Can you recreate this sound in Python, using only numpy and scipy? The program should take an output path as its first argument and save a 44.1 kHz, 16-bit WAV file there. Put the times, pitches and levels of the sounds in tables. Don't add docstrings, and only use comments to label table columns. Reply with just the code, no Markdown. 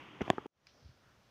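import sys
import numpy as np
from scipy import signal
from scipy.fft import rfft, irfft, next_fast_len
from scipy.io import wavfile

SR = 44100
rng = np.random.default_rng(int(sys.argv[2]) if len(sys.argv) > 2 else 0)


def transcribe(u):
    v = np.clip(np.atleast_2d(u).T, -1, 1)
    q = np.round(v * 32767).astype(np.int16)
    wavfile.write(sys.argv[1], SR, q)


N = 57330

# frequency_hz, gain_db
CASE = [(30, -34), (60, -16.5), (110, -3.5), (200, -2), (300, -2.5), (375, 4.5), (470, -4.5), (570, -2.5),
        (760, 1.5), (1080, -4.5), (1350, -26.5), (1750, -4), (2100, -19), (2400, -13.5), (2800, -18),
        (3450, -11.5), (4200, -34), (4750, -26.5), (5900, -42), (6600, -26.5), (7900, -31), (8800, -45.5),
        (11700, -42.5), (13200, -57.5), (15000, -74.5)]
CUT_S, TICK_S = .466, .6692


def amp(db):
    return 10 ** (np.asarray(db) / 20)


def unit(x):
    return x / np.sqrt(np.mean(x ** 2) + 1e-20)


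def clock():
    return np.arange(N) / SR


def level(points):
    return amp(np.interp(clock(), *np.transpose(points)))


def decay(start_s, t60_s, hold_s=0):
    t = clock() - start_s
    return (t >= 0) * amp(-60 * np.maximum(t - hold_s, 0) / t60_s)


def filtered(x, response):
    size = next_fast_len(N + 8192)
    return irfft(rfft(x, size) * response(np.fft.rfftfreq(size, 1 / SR)), size)[:N]


def magnitude(f, spectrum):
    hz, db = np.transpose(spectrum)
    return amp(np.interp(np.log(f + 1), np.log(hz + 1), db))


def noise(spectrum):
    return unit(filtered(rng.standard_normal(N), lambda f: magnitude(f, spectrum)))


def touch(x, lowpass_hz, highpass_hz):
    x = signal.sosfilt(signal.butter(3, lowpass_hz, fs=SR, output="sos"), x)
    return signal.sosfilt(signal.butter(2, highpass_hz, "high", fs=SR, output="sos"), x)


def outdoor_rush():
    # frequency_hz, gain_db
    broad_spectrum = [(30, -23.5), (70, -8.5), (140, 0.5), (210, -4.5), (320, 1), (450, -7), (650, -10.5),
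                      (1080, -4), (1500, -11.5), (2200, -14.5), (3350, -16), (3900, -27.5), (4700, -28.5),
                      (6500, -30), (7400, -39.5), (8500, -41.5), (15000, -47)]
    upper_spectrum = [(800, -30), (1500, -5.5), (2000, 0.5), (3200, 1), (3600, -9), (4000, -30),
                      (8000, -60)]
    # time_s, level_db
    broad_levels = [(0, -53.5), (.1, -57), (.19, -56.5), (.26, -50), (.35, -54), (.41, -57), (.46, -56.5)]
    upper_levels = [(0, -58), (.15, -63.5), (.19, -64.5), (.27, -61), (.32, -64), (.36, -74), (.46, -69)]
    return level(broad_levels) * noise(broad_spectrum) + level(upper_levels) * noise(upper_spectrum)


def finger_scuffs():
    # start_s, length_s, level_db, lowpass_hz, highpass_hz
    strokes = [(.2073, .006, -35, 2580, 305), (0.2152, .005, -32.5, 6270, 124),
               (0.26, .018, -55, 4750, 200.7)]
    # frequency_hz, gain_db
    friction_spectrum = [(30, -19.5), (90, -2.5), (250, 1.5), (400, 5), (520, -11), (650, -4), (900, -6),
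                         (1150, -15), (1400, -10.5), (2000, -13), (3200, -16), (4400, -42), (5900, -21.5),
                         (7500, -49), (12000, -27.5)]
    attack_s = .0004
    out = np.zeros(N)
    for start_s, length_s, level_db, lowpass_hz, highpass_hz in strokes:
        attack = np.clip((clock() - start_s) / attack_s, 0, 1)
        rasp = unit(touch(noise(friction_spectrum), lowpass_hz, highpass_hz))
        out += amp(level_db) * attack * decay(start_s, t60_s=.024, hold_s=length_s) * rasp
    return out


def hand_bumps():
    # start_s, level_db, pitch_hz, t60_s
    bumps = [(0.2164, -31, 198, 0.029), (.2150, -36.5, 86, .05), (.398, -54, 84, 0.071),
             (0.824, -55.5, 122, 0.046), (0.846, -49.5, 77, 0.14), (0.8579, -46, 71.6, 0.048),
             (0.891, -49.5, 114.4, .09), (.914, -59, 119, .06), (1.059, -63, 99.8, 0.033),
             (1.075, -54.5, 99, 0.021)]
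    attack_s, microphone_bass_limit_hz = .00067, 55
    out = np.zeros(N)
    for start_s, level_db, pitch_hz, t60_s in bumps:
        t = np.maximum(clock() - start_s, 0)
        attack = 1 - np.exp(-t / attack_s)
        swing = np.sin(2 * np.pi * pitch_hz * t) * attack * decay(start_s, t60_s)
        out += amp(level_db) * swing / np.abs(swing).max()
    return signal.sosfilt(signal.butter(2, microphone_bass_limit_hz, "high", fs=SR, output="sos"), out)


def case_response(f):
    cepstrum = irfft(np.log(magnitude(f, CASE)))
    folded = np.r_[cepstrum[0], 2 * cepstrum[1:len(cepstrum) // 2]]
    return np.exp(rfft(folded, len(cepstrum)))


def spring_back(f):
    delay_s, share, rolloff_hz = .00226, .5, 2150
    return 1 - share * np.exp(-2j * np.pi * f * delay_s - (f / rolloff_hz) ** 2)


def case_knocks():
    # start_s, peak_db, lowpass_hz, highpass_hz
    knocks = [(0.2793, -28.5, 2400, 153), (0.296, -33.5, 1180, 160), (0.302, -8.5, 13000, 61),
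              (0.333, -35.5, 600, 130.5)]
    chatter_db, chatter_lowpass_hz = -34.5, 1100
    out = np.zeros(N)
    for start_s, peak_db, lowpass_hz, highpass_hz in knocks:
        force = np.zeros(N)
        force[round(start_s * SR)] = 1
        ring = filtered(force, lambda f: case_response(f) * spring_back(f))
        ring = touch(ring, lowpass_hz, highpass_hz)
        chatter = unit(touch(noise(CASE), min(lowpass_hz, chatter_lowpass_hz), highpass_hz))
        chatter *= amp(chatter_db) * decay(start_s, t60_s=.07)
        out += amp(peak_db) * (ring / np.abs(ring).max() + chatter)
    return out


def grip_taps():
    # pitch_hz, gain_db, t60_s
    grip_modes = [(263, -10, 0.036), (399.4, 3.5, 0.016), (860, -4.5, 0.022), (1258, -0.5, .013),
                  (1634, -10, 0.0148), (2000, -30, .012)]
    # start_s, peak_db, lowpass_hz, highpass_hz
    taps = [(.3820, -23, 1574, 278), (0.4582, -34.5, 765, 286)]
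    out = np.zeros(N)
    for start_s, peak_db, lowpass_hz, highpass_hz in taps:
        t = clock() - start_s
        ring = sum(amp(gain_db) * decay(start_s, t60_s) * np.sin(2 * np.pi * pitch_hz * t)
                   for pitch_hz, gain_db, t60_s in grip_modes)
        ring = touch(ring, lowpass_hz, highpass_hz)
        out += amp(peak_db) * ring / np.abs(ring).max()
    return out


def faint_air():
    # frequency_hz, gain_db
    broad_spectrum = [(30, -16), (70, 0.5), (100, 1), (200, -4.5), (350, -11), (600, -9.5), (950, -11.5),
                      (1400, -10.5), (2200, -16.5), (3400, -19.5), (4600, -29.5), (6300, -23),
                      (7400, -30.5), (8500, -34.5), (15000, -35.5)]
    low_mid_spectrum = [(100, -23), (250, 4.5), (400, 0), (590, 4.5), (800, -6.5), (1400, -9.5),
                        (2500, -32), (6000, -55)]
    swell_spectrum = [(400, -29), (900, -12), (1350, 0.5), (1850, -4), (2600, -17), (5000, -40.5)]
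    # time_s, level_db
    broad_levels = [(.47, -93), (.51, -102), (.56, -82.5), (.66, -72.5), (.76, -69), (.95, -70),
                    (1.04, -68), (1.3, -69)]
    low_mid_levels = [(.47, -100), (.56, -90), (.70, -77.5), (.78, -68), (.86, -79), (.92, -76),
                      (.98, -78.5), (1.3, -80)]
    swell_s, swell_width_s, swell_db = 1.07, .074, -74.5
    swell = amp(swell_db) * np.exp(-((clock() - swell_s) / swell_width_s) ** 2)
    air = level(broad_levels) * noise(broad_spectrum) + level(low_mid_levels) * noise(low_mid_spectrum)
    return air + swell * noise(swell_spectrum)


def thin_hiss():
    # frequency_hz, gain_db
    hiss_spectrum = [(1000, -20), (2200, -5), (3600, -3), (5000, -3), (5900, -4), (6700, -24), (8000, -34),
                     (15000, -58)]
    # time_s, level_db
    hiss_levels = [(.47, -110), (.58, -91.5), (.665, -80.5), (.69, -66), (.76, -82), (.87, -73.5),
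                   (.96, -80), (1.3, -77.5)]
    return level(hiss_levels) * noise(hiss_spectrum)


def small_tick():
    # frequency_hz, gain_db
    tick_spectrum = [(300, -39), (1200, -9.5), (1900, -1.5), (2300, 8), (2800, -5.5), (3700, -13),
                     (4600, -2), (5100, 3.5), (6000, -6.5), (7000, -24), (8200, -47), (14000, -54)]
    return amp(-54) * decay(TICK_S, t60_s=.022, hold_s=.003) * noise(tick_spectrum)


def sinking_hiss():
    # time_s, level_db
    band_levels = [(.55, -105), (.66, -94), (.74, -74.5), (.87, -76), (.96, -82), (1.3, -110)]
    centre_at_tick_hz, fall_hz_per_s, half_width_hz = 5600, 3400, 980
    centre_hz = centre_at_tick_hz - fall_hz_per_s * (clock() - TICK_S)
    carrier = np.sin(2 * np.pi * np.cumsum(centre_hz) / SR)
    flutter = filtered(rng.standard_normal(N), lambda f: np.exp(-(f / half_width_hz) ** 2))
    return level(band_levels) * unit(flutter * carrier)


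def scene():
    first_spot = outdoor_rush() + finger_scuffs() + case_knocks() + grip_taps()
    quiet_spot = faint_air() + thin_hiss() + small_tick() + sinking_hiss()
    return (np.where(clock() < CUT_S, first_spot, quiet_spot) + hand_bumps())[None]


def record(dry):
    treble_limit_hz = 15600
    return np.array([filtered(channel, lambda f: f < treble_limit_hz) for channel in dry])


dry = scene()
out = record(dry)
transcribe(out)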